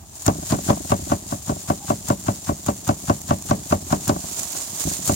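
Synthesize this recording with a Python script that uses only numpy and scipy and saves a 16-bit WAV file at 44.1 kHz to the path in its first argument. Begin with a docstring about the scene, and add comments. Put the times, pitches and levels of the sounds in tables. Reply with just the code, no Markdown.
"""At the wooden edge of a garden bed, a celeriac root held by its stalks is knocked five times a second.
On each swing the earthy root beard lands first; then the bulb's impact excites the board's damped
modes and soil sprays off as granular noise. The plant rumbles and rubs in the fist, with one faint
squeak. Many small contacts make the leaves swish and snap all along, loudest when the plant is
turned over before one last knock."""
import sys
import numpy as np
from scipy import signal
from scipy.fft import rfft, irfft, next_fast_len
from scipy.io import wavfile
from scipy.ndimage import map_coordinates

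SR = 44100
rng = np.random.default_rng(int(sys.argv[2]) if len(sys.argv) > 2 else 0)


def wav_record(signal):
    """Record a signal, one row per channel, as 16-bit PCM in the file named by sys.argv[1]."""
    frames = np.transpose(np.atleast_2d(signal))
    bounded = np.clip(frames, -1, 1)
    # unit amplitude maps onto the largest positive 16-bit level
    quanta = np.round(bounded * 32767).astype(np.int16)
    wavfile.write(sys.argv[1], SR, quanta)


N = 227244
T = np.arange(SR // 3) / SR  # time within one event [s]

# Levels are relative; pan is left minus right; softness is the loss of level with frequency.
# motion of hand and stalks: (time [s], rumble level [dB], rub level [dB])
HANDLING_LEVELS = [(0, -37, -55.5), (.26, -36, -51.5), (.47, -35.5, -56), (.9, -35.5, -56),
                   (1.3, -41.5, -54), (2.9, -45, -54.5), (3.3, -40, -53), (4.05, -38, -52.5),
                   (4.35, -42, -47.5), (4.55, -47, -44.5), (5.15, -35.5, -54)]
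# stirring of the leaves, strongest as the plant is turned over: (time [s], level [dB])
LEAF_LEVELS = [(0, -53.5), (.16, -42), (.4, -37.5), (.67, -37), (1, -39.5), (1.7, -40.5), (2.9, -41),
               (4.15, -38.5), (4.33, -31), (4.395, -28), (4.49, -33), (4.585, -26.5), (4.63, -33),
               (4.77, -32), (4.81, -27.5), (4.93, -30), (5.03, -34), (5.15, -29)]
# the leaves move to the right during that turn: (time [s], pan [dB])
LEAF_PAN = [(0, 1), (1.9, 0), (4.1, -1), (4.45, -4.5), (5.15, -3.5)]
# snaps of single stalks: (time [s], level [dB], pan [dB], t60 [s])
STALK_SNAPS = [(.22, -25, 0, 0.038), (.2635, -10.5, 0, 0.025), (.2687, -19, 15, 0.012),
               (1.6278, -28, 2, .01), (2.085, -13, 7, .018), (2.663, -18, -3, 0.018),
               (2.876, -16, -3.5, .016), (3.216, -21, -6, 0.017), (3.4232, -19.5, -9, 0.011),
               (3.4614, -28, -3, 0.026), (4.0782, -8.5, -3, .016), (4.393, -17, -9, 0.034),
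               (4.432, -16.5, -10, 0.016), (4.8386, -13.5, -15, 0.011), (5.075, -13, 6, 0.037)]
# blows of the bulb on the board: (time [s], level [dB], softness [dB/kHz])
BLOWS = [(0.2792, 1.5, 3.5), (0.521, 1, 16), (0.7003, 1, 9.5), (0.9174, -0.5, 1.5), (1.117, -1, 3),
         (1.3216, -8, 5), (1.493, -4.5, 7), (1.6996, -2.5, 1.5), (1.9012, -2, 2.5), (2.101, -1.5, 2.5),
         (2.2824, -3, 4), (2.4905, -3.5, 4.5), (2.6838, -2, 4), (2.8899, -0.5, 2.5), (3.0961, -0.5, 1.5),
         (3.307, -.5, 2), (3.5096, 0, 2.5), (3.723, -0.5, 1.5), (3.9248, 0, 4.5), (4.0928, .5, 5),
         (5.0925, -3.5, 1)]
# modes of the board with the root on it: (frequency [Hz], level [dB], t60 [s], pan [dB])
BOARD_MODES = [(83.7, -18.5, 0.13, 1.5), (104.6, -22, 0.099, 2), (147.4, -21.5, 0.16, 0.5),
               (196.5, -15, 0.13, 1.5), (216.6, -17.5, 0.15, 0.5), (290.6, -10, 0.056, -5),
               (413, -32, 0.13, -2), (567.7, -11, 0.093, 1), (614, -7.5, 0.059, 0), (684.3, -9.5, 0.07, 2),
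               (768.4, -13, 0.082, 4.5), (851, -18.5, 0.072, -5.5), (961, -21, 0.083, 10.5),
               (1077, -7.5, 0.032, 6.5), (1155, -13, 0.057, 8), (1373, -18, 0.045, 1.5),
               (1517, -17, 0.038, -3.5), (1965.5, -45, 0.04, 25), (2160, -39, 0.08, 10),
               (2716, -25, 0.032, 10)]
# the bulb settling after a blow: (delay [s], level re blow [dB], softness [dB/kHz])
ROCKING_CONTACTS = [(.018, -9, 7.5), (.03, -4, 26.5), (.047, -11, 29), (.073, -15.5, 30)]
# the root grazing the board: (time [s], level [dB], softness [dB/kHz])
GRAZES = [(.352, -13, 14), (.384, -2.5, 32), (.429, -15.5, 9), (.548, -12, 4), (.585, -7, 10),
          (.686, -1, 10), (.695, -5, 1), (.73, -16, 1), (.769, -11, 9), (.805, -10, 26), (.848, -12, 15),
          (.991, -11, 18), (1.022, -9, 33), (1.069, -10, 17), (1.519, 0, 21), (1.562, -11.5, 15),
          (2.518, -1, 25), (4.161, -6.5, 9.5), (4.189, -13, 17), (4.239, -14.5, 9), (4.314, -17, 19),
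          (4.548, -21.5, -1), (4.852, 3.5, 46), (4.871, 2.5, 25.5), (4.912, -12, 9.5), (4.99, -12, 15),
          (5.122, -0.5, 22)]
# contacts on the back swing: (delay [s], level re blow [dB])
JOGGLE_CONTACTS = [(.102, -17), (.144, -16)]
# a faint squeak: (time [s], duration [s], frequency [Hz], level [dB])
SQUEAK_TONES = [(1.8, .07, 827, -41)]
# likeness of left and right noise: (frequency [Hz], correlation [-])
COHERENCE = [(100, 0.92), (220, 0.73), (400, 0.83), (900, 0.11), (3000, 0.017), (10000, 0.013)]
# noise spectra: (frequency [Hz], spectral density level [dB])
FIST_RUMBLE = [(20, -42), (45, -3), (85, 7.5), (160, -2.5), (280, -11), (400, -16), (520, -25),
               (1500, -29.5)]
STALK_RUB = [(400, -7.5), (520, -27), (650, 4), (850, 0.5), (1200, -4.5), (1700, -29), (3000, -34),
             (6000, -49)]
LEAF_SWISH = [(500, -8.5), (1200, -15), (2400, -16.5), (4000, -10.5), (5500, -7.5), (6500, -1.5), (7250, 3),
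              (7850, -6), (8300, -3.5), (9500, -9.5), (12000, -23.5), (16000, -15.5)]
LEAF_CRACKLE = [(5000, -74), (8500, 1), (10500, 3.5), (13000, 2.5), (16000, 0.5)]
STALK_CRACK = [(800, -4), (2500, -12.5), (5000, -9), (7200, 9.5), (7850, 3), (9000, -2), (12000, -8),
               (16000, -0.5)]
BEARD_BRUSH = [(400, 2), (700, 14.5), (1400, 10.5), (2200, 0), (3500, 0), (5500, -2.5), (7100, 5),
               (8000, -21), (11000, -13), (16000, -21)]
GRIT_CRUNCH = [(700, 18), (1500, 7), (2200, -6), (2800, 4), (3400, 2.5), (5000, 5.5), (6600, 8.5),
               (7400, 0), (8200, -24), (11000, -22), (16000, -13)]
SOIL_SPRAY = [(300, 26), (1000, 36), (1600, 13), (2200, -11), (2700, -4.5), (3300, -9.5), (5000, -6),
              (6800, -2), (8000, -27), (11000, -5), (16000, 2)]
EARTH_SHUDDER = [(20, -30), (50, -53), (90, 14), (230, -9.5), (400, 0.5), (510, -1.5), (580, -14),
                 (800, -19), (1200, -26), (1800, -21.5), (3000, -26), (6000, -60)]


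def amp(db):
    """Amplitude ratio: a factor of ten per 20 dB."""
    return 10 ** (np.asarray(db) / 20)


def unit(x):
    """Normalisation to rms 1."""
    return x / np.sqrt(np.mean(x ** 2) + 1e-20)


def decay(t60):
    """Exponential damping: 60 dB in t60 seconds."""
    return amp(-60 * T / t60)


def along(points, hz):
    """Interpolation of (frequency, value) points on a logarithmic axis."""
    freqs, values = np.transpose(points)
    return np.interp(np.log(hz + 1), np.log(freqs), values)


def curves(rows):
    """Linear interpolation in time: one envelope for each later column."""
    times, *columns = np.transpose(rows)
    return [np.interp(np.arange(N) / SR, times, column) for column in columns]


def wobble(rate):
    """Smooth random modulation: a spline through rate knots a second."""
    knots = rng.standard_normal(int(N * rate / SR) + 4)
    return map_coordinates(knots, [np.arange(N) * rate / SR])


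def filtered(x, response):
    """Linear filtering: the spectrum is multiplied by a frequency response."""
    n = x.shape[-1]
    padded = next_fast_len(n + 4096)
    return irfft(rfft(x, padded) * response(np.fft.rfftfreq(padded, 1 / SR)), padded)[..., :n]


def panned(pan_db):
    """Direction by level difference: left and right gains."""
    return amp(np.array([[1], [-1]]) * pan_db / 2)


def noise(spectrum, size, spiky_db=0):
    """Partly coherent stereo noise of rms 1; spiky_db scatters the levels of its tiny grains."""
    grains = amp(spiky_db * np.repeat(rng.standard_normal(size // 20 + 1), 20)[:size])
    angle = lambda hz: np.arccos(np.clip(along(COHERENCE, hz), -1, 1)) / 2
    colour = lambda hz: amp(along(spectrum, hz)) * [np.cos(angle(hz)), np.sin(angle(hz))]
    mid, side = filtered(grains * rng.standard_normal((2, size)), colour)
    return unit(np.array([mid + side, mid - side]))


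def burst(spectrum, rise_s, t60, spiky_db=0):
    """A noise transient with exponential rise and decay."""
    return noise(spectrum, len(T), spiky_db) * (1 - np.exp(-T / rise_s)) * decay(t60)


def patter(rate, size_db):
    """A Poisson process of rms 1: rate impulses a second, of uneven size."""
    impulses = (rng.random(N) < rate / SR) * rng.choice([-1, 1], N)
    return unit(impulses * amp(size_db * np.minimum(rng.exponential(size=N), 3)))


def add(track, s, sound):
    """Superposition of a sound on the track at time s."""
    start = max(round(s * SR), 0)
    part = track[:, start:start + sound.shape[-1]]
    part += sound[:, :part.shape[-1]]


def handling():
    """Friction in the fist rumbles and rubs; from the first knock on, clods land as damped pulses."""
    rumble_db, rub_db = curves(HANDLING_LEVELS)
    rumble = amp(rumble_db - 5.5 + 3.6 * wobble(28)) * noise(FIST_RUMBLE, N)
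    clod = np.sin(2 * np.pi * 210 * T) * (1 - np.exp(-T / .003)) * decay(.012)
    falling = np.arange(N) / SR > BLOWS[0][0]
    landings = falling * patter(rate=25, size_db=.5)
    clods = amp(rumble_db - 7) * unit(signal.fftconvolve(landings, clod)[:N])
    rub = amp(rub_db + .5 + 2 * wobble(30)) * noise(STALK_RUB, N, spiky_db=4)
    return rumble + clods + rub


def leaves():
    """Countless leaf and crumb contacts sum incoherently to clumps of noise, with single ticks on top."""
    stir_db, = curves(LEAF_LEVELS)
    pan_db, = curves(LEAF_PAN)
    swell_db = swing()
    clumps = unit(amp(1.1 * wobble(20) + 1.1 * wobble(90) + 1.3 * wobble(400)))
    swish = amp(1.5) * noise(LEAF_SWISH, N, spiky_db=2.5)
    crackle = amp(-5.5) * noise(LEAF_CRACKLE, N, spiky_db=4)
    tick_power = signal.fftconvolve(patter(rate=80, size_db=2.8) ** 2, decay(.006))[:N]
    ticks = amp(-11.5) * unit(np.sqrt(np.abs(tick_power))) * noise(LEAF_SWISH, N)
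    rustle = clumps * (swish + crackle) + ticks
    direction = panned(pan_db + .33 * swell_db)  # each swell leans to the left
    return amp(stir_db + swell_db) * direction * rustle


def swing(lead_s=.011, rise_s=.038, fall_s=.034):
    """Amplitude modulation of the rustle [dB]: it builds on each down stroke and dies after the knock."""
    swell_db = np.zeros(N)
    for s, db, _ in BLOWS:
        t = np.arange(N) / SR - s + lead_s
        swell_db += 8.5 * amp(db / 2) * np.exp(np.minimum(t / rise_s, -t / fall_s))
    return swell_db


def snaps(whip_lead_s=.016):
    """Brief contacts have broad spectra: stalks flick together as each swing ends, and singly between."""
    out = np.zeros((2, N))
    whips = [(s - whip_lead_s, db - 40 + 2.5 * rng.standard_normal(), -1.5, .022) for s, db, _ in BLOWS]
    for s, db, pan_db, t60 in whips + list(STALK_SNAPS):
        add(out, s, amp(db) * panned(pan_db) * burst(STALK_CRACK, rise_s=.0004, t60=t60, spiky_db=2))
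    return out


def knocks(brush_lead_s=.024, push_lead_s=.01988):
    """Impact: the beard cushions the swing, the bulb stops dead, grit is crushed and soil sprays."""
    out = np.zeros((2, N))
    rings = board([(db, softness) for _, db, softness in BLOWS])
    push = -panned(3.4) * force_pulse(hz=125, width_s=.0032, centre_s=.0102)
    thud = panned(-.5) * force_pulse(hz=175, width_s=.0034, centre_s=.00498)
    for (s, db, _), ring in zip(BLOWS, rings):
        beard_db, grit_db = 1.5 * db, 2.95 * db  # both grow faster than the blow
        brush = burst(BEARD_BRUSH, rise_s=.013, t60=.12, spiky_db=3)
        add(out, s - brush_lead_s, amp(beard_db - 21) * brush)
        add(out, s - push_lead_s, amp(beard_db - 16) * push)
        add(out, s, ring + amp(db - 8) * thud)
        add(out, s, amp(grit_db - 14.5) * burst(GRIT_CRUNCH, rise_s=.00037, t60=.019, spiky_db=3.5))
        add(out, s, amp(grit_db - 23.5) * burst(SOIL_SPRAY, rise_s=.005, t60=.13, spiky_db=7))
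        add(out, s, amp(db - 14) * burst(EARTH_SHUDDER, rise_s=.0043, t60=.12))
    return out


def force_pulse(hz, width_s, centre_s):
    """A mass brought to rest gives up its momentum in one low shove: a Gaussian-windowed sine."""
    t = T - centre_s
    return np.sin(2 * np.pi * hz * t) * np.exp(-(t / width_s) ** 2)


def board(blows, damping=1, rise_s=.00023, lag_s=.00046):
    """Modal ringing for each (level, softness) blow; a soft contact barely excites the high modes."""
    hz, mode_db, t60, pan_db = np.transpose(BOARD_MODES)
    # short waves reach the left side first; long ones arrive together
    delay = np.array([np.zeros(len(hz)), lag_s * (hz > 250)])
    t = np.maximum(T - delay[..., None], 0)
    envelopes = amp(-60 * t * damping / t60[:, None]) * (1 - np.exp(-t / rise_s))
    modes = np.sin(2 * np.pi * hz[:, None] * t) * envelopes
    polarity = (-1) ** np.arange(len(hz))
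    modes *= (panned(pan_db) * polarity)[..., None]
    blow_db, softness = np.transpose(blows)[..., None]
    # each landing spot gives the modes slightly new strengths
    scatter_db = rng.standard_normal((len(blows), len(hz))) * np.minimum(hz / 500, 2)
    gains = amp(blow_db + mode_db - softness * hz / 1000 + scatter_db)
    return amp(-20.5) * (gains @ unit(modes)).swapaxes(0, 1)


def rocking():
    """Secondary impacts: the knobbly bulb rolls over a few more points, a little differently each time."""
    out = np.zeros((2, N))
    for delay, relative_db, softness in ROCKING_CONTACTS:
        rings = board([(db + relative_db, softness) for _, db, _ in BLOWS], damping=2, rise_s=.001)
        for (s, _, _), ring in zip(BLOWS, rings):
            add(out, s + delay * (1 + .0583 * rng.standard_normal()), ring)
    return out


def bumps():
    """Contact damping: in glancing blows the soft roots stay on the board and choke its ring."""
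    out = np.zeros((2, N))
    contacts = list(GRAZES) + joggles()
    rings = board([(db, softness) for _, db, softness in contacts], damping=2.8, rise_s=.0012)
    for (s, _, _), ring in zip(contacts, rings):
        add(out, s, ring)
    return out


def joggles(scatter_s=.002, scatter_db=2, softness=20):
    """Faint back-swing impacts (time, level, softness), their amplitude proportional to the blow's."""
    contacts = []
    for s, db, _ in BLOWS:
        for delay, relative_db in JOGGLE_CONTACTS:
            late, loud = rng.standard_normal(2)
            contacts.append((s + delay + scatter_s * late, db + relative_db + scatter_db * loud, softness))
    return contacts


def squeaks(climb_per_s=.6, waver=.025):
    """Frequency modulation: a thin tone wavers and climbs a little as it swells and fades."""
    out = np.zeros((2, N))
    for s, duration, hz, db in SQUEAK_TONES:
        pitch = hz * (1 + climb_per_s * (T - duration / 2) + waver * wobble(160)[:len(T)])
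        envelope = np.sin(np.pi * np.minimum(T / duration, 1))
        tone = np.sin(2 * np.pi * np.cumsum(pitch) / SR)
        add(out, s, amp(db) * panned(0) * envelope * tone)
    return out


def scene():
    """Free field: the direct sounds add at arm's length in the open air."""
    return knocks() + rocking() + bumps() + snaps() + leaves() + handling() + squeaks()


def record(dry, bass_hz=48, notch_hz=487, top_hz=15900, hardness=5):
    """The microphone filters out deep bass and a narrow band; the recorder saturates and band-limits."""
    thin = signal.sosfilt(signal.butter(3, bass_hz, "highpass", fs=SR, output="sos"), dry)
    hollow = signal.lfilter(*signal.iirnotch(notch_hz, Q=7, fs=SR), thin)
    rounded = hollow / (1 + np.abs(hollow) ** hardness) ** (1 / hardness)
    return filtered(rounded, lambda hz: hz < top_hz)


dry = scene()
out = record(dry)
wav_record(out)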